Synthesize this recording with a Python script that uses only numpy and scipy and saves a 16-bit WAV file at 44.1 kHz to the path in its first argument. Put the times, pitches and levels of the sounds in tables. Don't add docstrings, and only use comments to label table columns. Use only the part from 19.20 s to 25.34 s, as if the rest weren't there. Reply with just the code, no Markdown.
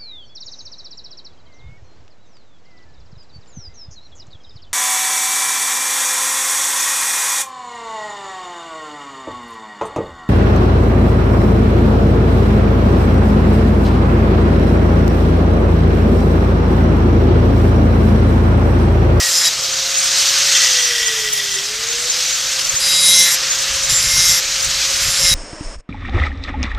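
import sys
import numpy as np
from scipy import signal
from scipy.fft import irfft
from scipy.io import wavfile

SR = 44100
rng = np.random.default_rng(int(sys.argv[2]) if len(sys.argv) > 2 else 0)


def wav_out(sig):
    wavfile.write(sys.argv[1], SR, np.round(np.clip(np.atleast_2d(sig).T, -1, 1) * 32767).astype(np.int16))


N = 270774

# time_s, hiss_db, boom_db (under 1.1 kHz, none over 1.6), body_db (under 2.3 kHz, none over 4.5),
# edge_db (over 9.2 kHz, none under 6.5), whine_db
TOOL_TURNED = [(0.1, -15, 1.5, -7, 4, -44.5), (0.32, -18, 0.5, -4.5, -3.5, -47),
               (0.55, -17.5, 1.5, -5.5, -3.5, -38), (0.75, -17.5, -4.5, -2, -2, -40.5),
               (1.03, -12.5, -3.5, -3.5, -2, -41), (1.43, -12, -5.5, -4, -3, -39),
               (1.89, -19.5, -5.5, -1, 1, -36), (2.05, -21.5, -4.5, 0, 2.5, -38),
               (2.4, -21, -2.5, -3, -0.5, -43), (2.7, -20, -5.5, -1, -3, -36.5),
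               (2.89, -17, -2, -4, -2, -41), (3.08, -16.5, -4.5, -3.5, -2.5, -45),
               (3.55, -18, -2.5, -2, 0, -42), (4.2, -17, -3, -2, -4, -41.5), (4.65, -17, -4, -1.5, -1, -40),
               (5.25, -17.5, -4.5, -1.5, -3, -41.5), (6.14, -15.5, -3.5, -2.5, 0.5, -39.5)]
# pitch_hz, level_db_per_hz
NOISE_COLOUR = [(350, -18.5), (600, -12), (703, -12), (761, -15.5), (1400, -6.5), (1520, -8.5), (2340, -7),
                (2860, -6.5), (3100, -7), (4790, -5), (6670, -4.5), (9160, -19.5), (14200, -24)]
# time_s, pressure_db, lean_to_low_modes_db, ring_near_7_khz_db
PASSES = [
    [(0.0, -13, 4, -9), (0.06, -16, 1, -6), (.11, -7, 2.5, -7), (0.15, 2, -2, -3), (0.22, -3, 2.5, 2.5),
     (0.274, 3, -0.5, 4.5), (0.287, -13, 4, -7)],
    [(3.595, -3, -3, -3), (3.66, 0, -2.5, -4.5), (3.8, 4, -6.5, -2), (3.88, 4.5, -4, 1.5),
     (4.01, 7, -2.5, 0.5), (4.07, 1, 4.5, 3.5), (4.145, 1.5, 3, 0.5), (4.158, -25, 0, -6)],
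    [(4.69, 0, 2, 2.5), (4.76, -6.5, 1.7, 8), (4.85, -0.5, 2, -5), (4.96, 3, 1, -0.5), (5.05, 3.5, 0, 0),
     (5.1, 1.5, 1.5, 8.5), (5.18, 2, 4, -2), (5.2, -6, 6, -3)],
    [(5.795, -5, 1.5, -12), (5.9, -1.5, -1, -6), (5.96, -2, -7, -12), (6.03, 1.5, 1, -3), (6.08, 5, 0, -3),
     (6.14, 0, 1, -4)],
]
SWITCH_OFF_S, SWITCH_ON_S = 1.3, 2.39
DISC_PER_ARMATURE = 12 / 37


def amp(db):
    return 10 ** (np.asarray(db) / 20)


def rms_one(x):
    return x / np.sqrt(np.mean(x ** 2) + 1e-20)


def in_time(rows, outside=None):
    time_s, *columns = np.transpose(rows)
    t = np.arange(N) / SR
    return [np.interp(t, time_s, column, outside, outside) for column in columns]


def drift(rate_hz):
    pole = np.exp(-2 * np.pi * rate_hz * 40 / SR)
    white = rng.standard_normal(N // 40 + 2002)
    slow = signal.lfilter([1], [1, -2 * pole, pole * pole], white)[2000:]
    return np.interp(np.arange(N) / 40, np.arange(len(slow)), rms_one(slow))


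def resonate(x, modes):
    out = 0
    for k, (hz, width_hz, db) in enumerate(modes):
        r = np.exp(-np.pi * width_hz / SR)
        poles = [1, -2 * r * np.cos(2 * np.pi * hz / SR), r * r]
        out = out + (-1) ** k * amp(db) * signal.lfilter([1 - r * r, 0, r * r - 1], poles, x)
    return rms_one(out)


def coloured(spectrum, edges_hz, patchy_db, tilt, shared=0.61, rate_hz=12):
    out, power = 0, 0
    white = rng.standard_normal((2, N))
    together = drift(31)
    points_hz, points_db = np.transpose(spectrum)
    for k, (low, high) in enumerate(zip(edges_hz, edges_hz[1:])):
        sos = signal.butter(2, [low, high], "band", fs=SR, output="sos")
        band = signal.sosfilt(sos, white[k % 2])
        hz = np.sqrt(low * high)
        level = amp(np.interp(np.log(hz), np.log(points_hz), points_db))
        power += np.mean((level * band) ** 2)
        flicker_db = patchy_db * (shared * together + drift(rate_hz))
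        out = out + level * band * amp(tilt(hz) + flicker_db)
    return out / np.sqrt(power)


def speed():
    free_hz, start_hz = 550.8, 537.8
    wind_up_s, coast_s = .48, 3.15
    # drag_at_touch_hz_per_s, drag_at_lift_hz_per_s
    drags = [(94.97, 135), (19.97, 100), (8.01, 150), (7.94, 55.3)]
    step_s = .002
    t = np.arange(0, N / SR + step_s, step_s)
    drag = 0
    for rows, (at_touch, at_lift) in zip(PASSES, drags):
        start_s, end_s = rows[0][0], rows[-1][0]
        done = (t - start_s) / (end_s - start_s)
        drag = drag + (at_touch + (at_lift - at_touch) * done ** 2) * (t >= start_s) * (t < end_s)
    hz = [start_hz]
    for s, pull in zip(t[1:], drag):
        if SWITCH_OFF_S < s < SWITCH_ON_S:
            change = -hz[-1] / coast_s
        else:
            change = (free_hz - hz[-1]) / wind_up_s - pull
        hz.append(hz[-1] + step_s * change)
    return np.interp(np.arange(N) / SR, t, hz)


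def motor(turns):
    # time_s, level_db
    mesh = [(1.2, -60), (1.35, -29), (1.6, -27.5), (1.9, -36), (2.05, -60)]
    # time_s, level_db
    disc_hum = [(0, -55), (.3, -48.5), (.9, -43), (1.2, -59), (1.4, -52), (6.14, -75)]
    whine_db = in_time(TOOL_TURNED)[-1] + 2.25 * drift(23)
    whine = amp(whine_db) * np.sin(2 * np.pi * turns)
    mesh_db = in_time(mesh, outside=-120)[0] + 5.7 * drift(39.0)
    teeth = amp(mesh_db) * np.sin(2 * np.pi * 12 * turns + 1.6 * drift(57))
    disc_db = in_time(disc_hum)[0] + 2.5 * drift(5)
    disc = amp(disc_db) * np.sin(2 * np.pi * 4 * DISC_PER_ARMATURE * turns)
    return np.sqrt(2) * (whine + teeth + disc)


def shading(hz):
    _, boom_db, body_db, edge_db, _ = in_time(TOOL_TURNED)
    boom = boom_db * np.clip(2 * np.log2(1600 / hz), 0, 1)
    body = body_db * np.clip(np.log2(4500 / hz), 0, 1)
    edge = edge_db * np.clip(2 * np.log2(hz / 6500), 0, 1)
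    return boom + body + edge


def hiss():
    air = coloured(NOISE_COLOUR, np.geomspace(300, 15000, 21), patchy_db=1.0, tilt=shading)
    return amp(in_time(TOOL_TURNED)[0]) * air


def patchy_treble(fading):
    lower_edge_hz, level_db = 4730, -13.5

    def tilt(hz):
        return shading(hz) + 4.1 * np.log2(hz / 6000)

    noise = coloured(NOISE_COLOUR, np.geomspace(4000, 15000, 8), patchy_db=7.0, tilt=tilt,
                     shared=0.79, rate_hz=7.0)
    highpass = signal.cheby2(8, 60, 0.91 * lower_edge_hz, "high", fs=SR, output="sos")
    treble = amp(level_db) * fading * signal.sosfilt(highpass, noise)
    return amp(in_time(TOOL_TURNED)[0]) * treble * [[1], [-1]]


def rattle():
    # jolt_at_let_go_db, steady_db, fade_db_per_s
    levels = [(-34, -26, 4), (-21, -21, 3.5)]
    # pitch_hz, width_hz, level_db
    gearbox = [
        [(1945, 63, 11), (1860, 160, -11)],
        [(2750, 240, 1.5), (3220, 72, 12), (3550, 43, 11), (4840, 87, 7), (5500, 900, 2.5), (6100, 220, -10)],
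    ]
    jolt_s, take_up_s = 0.022, 0.052
    sizes = amp(4.1 * np.minimum(rng.exponential(1, N), 5)) * rng.choice([-1, 1], N)
    knocks_per_s = 3000 * amp(3 * drift(80))
    knocks = sizes * (rng.random(N) < knocks_per_s / SR) + 1e-18
    t = np.arange(N) / SR
    since = t - SWITCH_OFF_S
    loosening = np.clip(since / take_up_s, 0, 1)
    loose = loosening * np.exp(-np.maximum(t - SWITCH_ON_S, 0) / take_up_s)
    jolt = np.exp(-np.abs(since - take_up_s) / jolt_s)
    out = 0
    for (jolt_db, steady_db, fade_db), modes in zip(levels, gearbox):
        level = amp(jolt_db) * jolt + amp(steady_db - fade_db * since)
        out = out + level * resonate(knocks, modes)
    return loose * out


def contact():
    # level_db at 0 dB controls, then the dB it follows
    # per_db_of_pressure, per_db_of_lean, per_db_of_7_khz_ring
    response = [(-35, 0.24, 2, 0.27), (-36.5, 1.65, 1.2, -0.027), (-25, 1.6, 0.2, 0.63),
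                (-23.5, 0.82, -0.3, 0.18), (-24, 1.96, 0.66, 0.82), (-20.5, -0.08, -0.4, 0.73),
                (-25, 1, -0.13, 0.22), (-31, 0.83, 0.6, 0.39)]
    angle = [(5.5, -1, -.5, 1.5, .3, .3, -1.7, -3.5), (-0.5, 0, -2, 0.12, -1.4, .3, 1.1, 1.5),
             (0, .5, -4, 0.49, -0.88, -.3, -0.51, -1), (1.5, -1, -3, 0.13, .3, .3, -0.024, 2)]
    base_db, *follows = np.transpose(response)
    controls = sum(np.array(in_time(rows, outside=0)) for rows in PASSES)
    t = np.arange(N) / SR
    touching = 0
    for rows, added_db in zip(PASSES, angle):
        during = (t >= rows[0][0]) * (t < rows[-1][0])
        touching = touching + amp(added_db)[:, None] * during
    touch = touching * amp(base_db[:, None] + np.transpose(follows) @ controls)
    return signal.lfilter([.004], [1, -.996], touch + 1e-18, axis=1)


def disc_face(turns, wear, uneven_db, points=512):
    count, top = 200 * (N // SR + 2), 88
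    fine = .5 + np.arange(top) / 35
    steps = wear * fine * rng.standard_normal((count, top))
    phase = rng.uniform(0, 2 * np.pi, top) + np.cumsum(steps, axis=0)
    wander = signal.lfilter([.4], [1, -.92], rng.standard_normal((count, top)), axis=0)
    size_db = uneven_db * fine * wander
    face = irfft(amp(size_db) * np.exp(1j * phase), points, axis=1).ravel()
    return rms_one(np.interp(turns * points, np.arange(len(face)), face))


def grinding(touch, turns):
    # pitch_hz, width_hz, level_db
    bar_modes = [
        [(1400, 420, -7.5), (1683, 90, 0.5), (1917, 340, 1.5)],
        [(2090, 36, 0)],
        [(3380, 120, -7.5), (3846, 25, 3), (4010, 76, -5)],
        [(4370, 210, -6), (4870, 150, 5), (5184, 136, 7)],
        [(5470, 53, 2.5), (5940, 300, -2.5), (6120, 94, -3), (6450, 82, 1)],
        [(7225, 130, 3), (7610, 140, -1.5)],
        [(8430, 130, -1.5), (9790, 420, 0.5), (10230, 110, -2.5), (10360, 60, -2)],
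        [(11500, 86, 3.5), (12500, 160, 1), (13200, 760, -8)],
    ]
    wobble_db = -38.5
    face = disc_face(turns, wear=.11, uneven_db=1.6)
    loose = .4 * rng.standard_normal(N)
    once_a_turn = np.sin(2 * np.pi * turns)
    force = (face + loose) * (1 + 0.41 * once_a_turn)
    rings = 0
    for level, modes in zip(touch, bar_modes):
        rings = rings + level * amp(1.64 * drift(29)) * resonate(force, modes)
    near_10_khz = touch[-2]
    return rings + amp(wobble_db) * near_10_khz / near_10_khz.max() * once_a_turn


def squeals(turns):
    # start_s, length_s, mode_hz, level_db (rms)
    locked = [(0.0, 0.11, 1900, -25.5), (0.0, 0.094, 5040, -25), (.17, 0.098, 5190, -25),
              (0.228, 0.07, 3850, -22.5), (3.61, .2, 4900, -24), (3.687, 0.31, 3850, -27.5),
              (3.822, 0.13, 9970, -19.5), (4.698, .1, 7240, -28), (4.92, 0.15, 5100, -21.5),
              (5.002, 0.125, 5450, -22), (6.043, .09, 5470, -25), (6.11, 0.034, 3870, -20.5)]
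    edge_s = 0.0097
    t, out = np.arange(N) / SR, 0
    disc_hz = np.gradient(turns) * SR
    for s, length, mode_hz, db in locked:
        shape = np.clip(np.minimum(t - s + edge_s, s + length - t) / edge_s, 0, 1)
        multiple = np.round(mode_hz / disc_hz[int(s * SR)])
        tone = np.sin(2 * np.pi * multiple * turns + 0.57 * drift(27))
        out = out + shape * amp(db + 2.7 * drift(20)) * tone
    return np.sqrt(2) * out


def wind():
    # centre_s, level_db, half_length_s
    gust_rows = [(3.47, -45, .02), (3.54, -38, .015), (3.697, -50.5, .03), (4.527, -41, 0.035),
                 (4.765, -36, 0.13), (4.983, -31, 0.047), (5.108, -34, 0.027), (5.5, -40, 0.1),
                 (5.744, -43, .03), (5.88, -34, 0.042), (6.047, -36.5, .03), (6.14, -28, 0.037)]
    # time_s, level_db
    breeze = [(3.2, -54), (4.35, -68), (4.5, -46.5), (6.14, -44.5)]
    t = np.arange(N) / SR
    gusts = sum(amp(db) * np.exp(-((t - s) / half) ** 2) for s, db, half in gust_rows)
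    blowing = gusts + amp(in_time(breeze, outside=-90)[0])
    level_db = 20 * np.log10(blowing) + 2.2 * drift(8.7)
    white = rng.standard_normal((2, N))
    low_band = signal.butter(2, [25, 65], "band", fs=SR, output="sos")
    puff_band = signal.butter(2, [70, 150], "band", fs=SR, output="sos")
    low = rms_one(signal.sosfilt(low_band, white[0]))
    puff = rms_one(signal.sosfilt(puff_band, white[1]))
    return amp(level_db) * (low + amp(0.35 * (level_db + 24.5)) * puff)


def thumps():
    # start_s, level_db (before decay and softening), pitch_hz
    puffs = [(4.724, -18, 119), (4.784, -29, 100), (4.955, -30, 90), (4.98, -17, 142), (5.866, -21, 70),
             (6.13, -20, 90)]
    out = np.zeros(N)
    for s, db, hz in puffs:
        first = int(s * SR)
        t = np.arange(min(int(.06 * SR), N - first)) / SR
        swing = np.sin(2 * np.pi * hz * t) * np.exp(-t / 0.008)
        out[first:first + len(t)] -= amp(db) * swing
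    return signal.lfilter([.06], [1, -.94], out)


def yard():
    # pitch_hz, level_db (peak)
    hum_tones = [(105, -53.5), (140, -49), (242, -61)]
    # pitch_hz, level_db_per_hz
    rumble_colour = [(12, -33), (20, 3), (48, 7.5), (87, -8), (119, 0.5), (222, -4.5), (305, -5),
                     (515, -13), (900, -4), (1170, -34), (1980, -120)]
    rumble_db = -47.5
    t, hum = np.arange(N) / SR, 0
    for hz, db in hum_tones:
        hum = hum + amp(db + 2.5 * drift(2)) * np.sin(2 * np.pi * hz * t + .7 * drift(3))
    rumble = coloured(rumble_colour, np.geomspace(18, 400, 8), patchy_db=1.5, tilt=lambda hz: 0)
    return hum + amp(rumble_db) * rumble


def scene():
    halves_db = -32.5
    touch = contact()
    turns = np.cumsum(speed()) / SR
    disc_turns = turns * DISC_PER_ARMATURE
    fading = 1 / (1 + (touch[-2] / amp(halves_db)) ** 2)
    tool = hiss() + motor(turns) + rattle()
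    bar = grinding(touch, disc_turns) + squeals(disc_turns)
    return tool + patchy_treble(fading) + bar + wind() + thumps() + yard()


def record(dry):
    cut = signal.ellip(16, .5, 75, 14300, fs=SR, output="sos")
    return signal.sosfilt(cut, np.clip(dry, -1, 1))


dry = scene()
out = record(dry)
wav_out(out)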